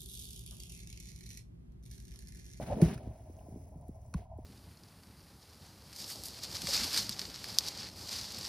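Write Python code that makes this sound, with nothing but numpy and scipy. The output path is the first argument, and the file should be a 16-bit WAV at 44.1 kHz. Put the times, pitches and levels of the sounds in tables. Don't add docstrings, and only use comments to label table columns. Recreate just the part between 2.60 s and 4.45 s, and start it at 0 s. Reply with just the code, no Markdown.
import sys
import numpy as np
from scipy import signal
from scipy.fft import rfft, irfft
from scipy.io import wavfile
from scipy.ndimage import uniform_filter1d

SR = 44100
rng = np.random.default_rng(int(sys.argv[2]) if len(sys.argv) > 2 else 0)


def master(y):
    cut = np.clip(np.atleast_2d(y).T, -1, 1)
    pcm = np.round(cut * 32767)
    wavfile.write(sys.argv[1], SR, pcm.astype(np.int16))


N = 81585
T = np.arange(N) / SR
HZ = np.arange(N // 2 + 1) * SR / N + 1e-3

# frequency in Hz, gain in dB.
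ROOM_COLOUR = [(25, -12.5), (50, -3), (75, 3.5), (120, -5.5), (200, -14.5), (300, -31), (480, -39),
               (1050, -39), (1400, -44.5)]
ROOM_DB, ROOM_FLICKER_DB, ROOM_FLICKER_RATE = -53, 2, 25.46

# frequency in Hz, gain in dB.
HUM_COLOUR = [(540, -26), (630, 1), (710, -2.5), (830, -12), (1050, -17)]
# time in seconds, level in dB.
HUM_LEVELS = [(0, -64), (1.0, -61.5), (1.4, -62.5), (1.7, -57), (1.85, -64)]
PUFFS_PER_S, PUFF_S, PUFF_SCATTER_DB = 70, 0.011, 5

# start in seconds, level in dB, pitch in Hz.
PITCHED_SNAPS = [(0.767, -59, 6100), (0.787, -58, 12070), (0.7918, -61, 2830), (1.090, -59, 11200),
                 (1.212, -58, 9700), (1.2828, -50.5, 10800), (1.463, -61, 7900), (1.5403, -43, 1508),
                 (1.5433, -39.5, 1042), (1.778, -61, 11100)]
SNAP_PEAK_CYCLES, SNAP_TAIL_S, SNAP_TAIL_DB = 1.41, 0.007, -14.5

# start in seconds, treble and body level in dB
# ahead of their colours, fade time constant in seconds.
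CRACKLES = [(0.076, -82, -68, 0.0054), (0.2163, -45, -38.5, 0.0035), (0.343, -58.5, -55, 0.0033),
            (0.3775, -63, -52, 0.0068), (1.54, -49, -43, 0.0021)]
# frequency in Hz, gain in dB.
CRACKLE_TREBLE = [(2500, -21), (4000, 11), (10500, 11.5), (16000, -18)]
# frequency in Hz, gain in dB.
CRACKLE_BODY = [(700, -14.5), (1100, 12), (2600, 7), (3500, -16)]

# start in seconds, level in dB, starting pitch in Hz.
THUDS = [(0.102, -40, 480), (.218, -24, 794), (0.47, -36.5, 662), (.696, -45, 734), (0.8821, -45, 778),
         (.921, -39.5, 486), (.939, -46, 548), (.958, -39, 590), (.970, -45.5, 625), (1.156, -46, 500),
         (1.290, -36.5, 562), (1.5437, -37, 510), (1.785, -41.5, 763)]
THUD_END_SHARE = .22
THUD_FALL_S, THUD_PEAK_S = .0038, .0048

# frequency in Hz, free 60 dB decay in seconds, swell in seconds.
BOX_MODES = [(65.7, 0.24, 0.018), (163.7, 0.11, 0.0064), (238.6, 0.088, 0.0086), (337.4, 0.058, 0.0029)]
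# start in seconds, share of the free ringing time,
# then the level in dB of each mode ahead of its swell and decay.
WALL_KNOCKS = [(0.2188, 0.91, -22.5, -4.5, -19.5, -11.5), (0.268, 0.75, -62.5, -29.5, -47, -26.5),
               (1.161, 0.52, -56, -33, -54, -73), (1.5473, 0.4, -16.5, -14.5, -26, -63)]

# time in seconds, rustle level in dB, fine treble hiss level in dB.
CRUMB_LEVELS = [(0, -63.5, -61.5), (0.029, -50.5, -67), (.058, -62.5, -60.5), (0.067, -50, -85),
                (.095, -56, -71), (.125, -52, -82), (.15, -58.5, -72), (0.211, -57.5, -60.5),
                (0.222, -46.5, -48.5), (.298, -51, -64.5), (.348, -51.5, -69), (0.36, -64, -74),
                (.42, -67.5, -76), (0.549, -74.5, -73.5), (1.041, -79.5, -71), (1.11, -83, -77.5),
                (1.535, -82.5, -74.5), (1.574, -61.5, -70), (1.63, -72, -78.5), (1.681, -85, -89),
                (1.85, -81, -77)]
# frequency in Hz, gain in dB.
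RUSTLE_COLOUR = [(600, 12), (1100, 0.5), (2400, -1.5), (3300, -5.5), (5000, -8.5), (10500, -10),
                 (13000, -21), (16000, -9.5)]
# frequency in Hz, gain in dB.
HISS_COLOUR = [(1200, -16.5), (2200, -4.5), (3300, -23), (5500, -2), (10500, 0), (13000, -9), (16000, 5)]
GRAINS_PER_S, GRAIN_S, GRAIN_SCATTER_DB = 820, 0.0027, 2.5
RUSTLE_FLICKER_DB, RUSTLE_FLICKER_RATE = -0.8, 25.6

# time in seconds, then levels in dB of bright scrape, dull scrape, box rumble.
HAND_LEVELS = [(0, -44, -43.5, -54), (.03, -52, -46, -39.5), (.06, -55.5, -52.5, -53),
               (0.094, -43.5, -43, -47.5), (0.133, -35.5, -46, -37), (.16, -46.5, -41, -52),
               (.20, -41, -35.5, -50), (0.259, -47.5, -37, -31), (0.331, -54, -41, -63),
               (0.361, -67, -53, -37.5), (.40, -56.5, -53, -56.5), (0.504, -57, -54.5, -39.5),
               (.56, -66, -67, -64.5), (.95, -66.5, -58.5, -53), (1.501, -67.5, -69.5, -59.5),
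               (1.601, -59.5, -54, -54), (1.659, -85, -74.5, -55.5), (1.85, -70, -80, -47.5)]
# frequency in Hz, gain in dB.
SCRAPE_COLOURS = [
    [(450, -7.5), (620, 6), (800, -3), (1000, -13), (1300, -32.5)],
    [(130, -3.5), (220, -1.5), (330, -9), (430, -8), (500, -15.5)],
    [(30, -18), (60, -1.5), (110, -3), (160, -15.5)],
]
SCRAPE_FLICKER_DB, SCRAPE_FLICKER_RATE = 1.5, 60.35

# frequency in Hz, phase in radians.
STEREO_PHASE = [(0, 0), (1380, -.7), (2500, .8), (4000, .7), (4820, -.4), (5600, .5), (6980, 3.14),
                (8180, 3.14), (10200, 6.28), (12200, 6.4), (13200, 9.42), (15000, 9.42), (15600, 10.6)]
# frequency in Hz, gain in dB.
SCATTER_COLOUR = [(25, -43.5), (250, -14), (2000, -8), (6000, -3), (9000, -8.5), (16000, -13)]
TOP_HZ = 15850


def undb(db):
    return 10 ** (np.asarray(db) / 20)


def unit(x):
    return x / np.sqrt(np.mean(x ** 2))


def follow(times, levels_db):
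    return undb(np.interp(T, times, levels_db))


def colour(x, table):
    hz, db = np.array(table).T
    gain = undb(np.interp(np.log(HZ), np.log(hz), db, -70, -70))
    return irfft(rfft(x) * gain, N)


def octave(x, centre):
    share = np.clip(1 - np.abs(np.log2(HZ / centre)), 0, 1) ** .5
    return irfft(rfft(x) * share, N)


def walk(rate):
    hold = int(SR / rate)
    steps = np.repeat(rng.standard_normal(N // hold + 1), hold)
    return unit(uniform_filter1d(steps, hold)[:N])


def flicker(table, depth_db, rate):
    out = np.zeros(N)
    for centre in 25 * 2. ** np.arange(7):
        gain = undb(depth_db * walk(rate))
        out += gain * octave(rng.standard_normal(N), centre)
    return unit(colour(out, table))


def grains(rate, length_s, scatter_db):
    struck = rng.random(N) < rate / SR
    size_db = scatter_db * np.minimum(rng.exponential(size=N), 2.5)
    hits = struck * undb(size_db)
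    energy = signal.lfilter([1], [1, -np.exp(-1 / (length_s * SR))], hits ** 2)
    return np.sqrt(energy) * rng.standard_normal(N)


def room():
    return undb(ROOM_DB) * flicker(ROOM_COLOUR, ROOM_FLICKER_DB, ROOM_FLICKER_RATE)


def airy_hum():
    puffs = grains(PUFFS_PER_S, PUFF_S, PUFF_SCATTER_DB)
    return unit(colour(puffs, HUM_COLOUR)) * follow(*np.array(HUM_LEVELS).T)


def pitched_snaps():
    out, t = np.zeros(N + SR), T[:SR // 20]
    crumble = uniform_filter1d(rng.standard_normal((len(PITCHED_SNAPS), len(t))), size=5) * 2
    for (start, db, hz), noise in zip(PITCHED_SNAPS, crumble):
        rise = t * hz / SNAP_PEAK_CYCLES
        burst = rise * np.exp(1 - rise)
        tail = undb(SNAP_TAIL_DB) * noise * np.exp(-t / SNAP_TAIL_S)
        out[int(start * SR):][:len(t)] += undb(db) * (burst + tail) * np.sin(2 * np.pi * hz * t)
    return out[:N]


def crackles():
    fades = np.array([(T >= start) * np.exp(-np.clip(T - start, 0, 1) / fade_s)
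                      for start, _, _, fade_s in CRACKLES])
    _, treble_db, body_db, _ = np.array(CRACKLES).T
    treble = undb(treble_db) @ fades * rng.standard_normal(N)
    body = undb(body_db) @ fades * rng.standard_normal(N)
    return colour(treble, CRACKLE_TREBLE) + colour(body, CRACKLE_BODY)


def falling_thuds():
    out, t = np.zeros(N + SR), T[:SR // 4]
    env = t ** 2 * np.exp(-2 * t / THUD_PEAK_S)
    env = env / env.max()
    fall = THUD_FALL_S * (1 - np.exp(-t / THUD_FALL_S))
    for start, db, start_hz in THUDS:
        turns = start_hz * (THUD_END_SHARE * t + (1 - THUD_END_SHARE) * fall)
        out[int(start * SR):][:len(t)] += undb(db) * env * np.sin(2 * np.pi * turns)
    return out[:N]


def wall_knocks():
    out, t = np.zeros(N + SR), T[:SR // 4]
    hz, t60, swell_s = np.array(BOX_MODES).T[:, :, None]
    swell = 1 - np.exp(-(t / swell_s) ** 2)
    for start, free, *db in WALL_KNOCKS:
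        decay = 1000 ** (-t / (t60 * free))
        modes = -swell * decay * np.sin(2 * np.pi * hz * t)
        out[int(start * SR):][:len(t)] += undb(db) @ modes
    return out[:N]


def rustle():
    crumbs = np.zeros(N)
    for centre in 800 * 2. ** np.arange(5):
        gain = undb(RUSTLE_FLICKER_DB * walk(RUSTLE_FLICKER_RATE))
        crumbs += gain * octave(grains(GRAINS_PER_S, GRAIN_S, GRAIN_SCATTER_DB), centre)
    hiss = grains(600, 0.004, 2.26)
    times, rustle_db, hiss_db = np.array(CRUMB_LEVELS).T
    return (unit(colour(crumbs, RUSTLE_COLOUR)) * follow(times, rustle_db)
            + unit(colour(hiss, HISS_COLOUR)) * follow(times, hiss_db))


def scrape():
    times, *levels = np.array(HAND_LEVELS).T
    out = np.zeros(N)
    for table, db in zip(SCRAPE_COLOURS, levels):
        out += flicker(table, SCRAPE_FLICKER_DB, SCRAPE_FLICKER_RATE) * follow(times, db)
    return out


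def bed():
    return rustle() + scrape() + airy_hum() + room()


def scene():
    direct = bed() + falling_thuds() + wall_knocks() + crackles()
    scattered = colour(bed(), SCATTER_COLOUR)
    turn = np.exp(.5j * np.interp(HZ, *np.array(STEREO_PHASE).T))
    left = irfft(rfft(direct) * turn, N) + scattered
    right = irfft(rfft(direct) / turn, N) - scattered
    return np.array([left, right]) + pitched_snaps()


def record(dry):
    low_pass = signal.ellip(10, .2, 80, TOP_HZ, fs=SR, output="sos")
    return signal.sosfilt(low_pass, dry)


dry = scene()
out = record(dry)
master(out)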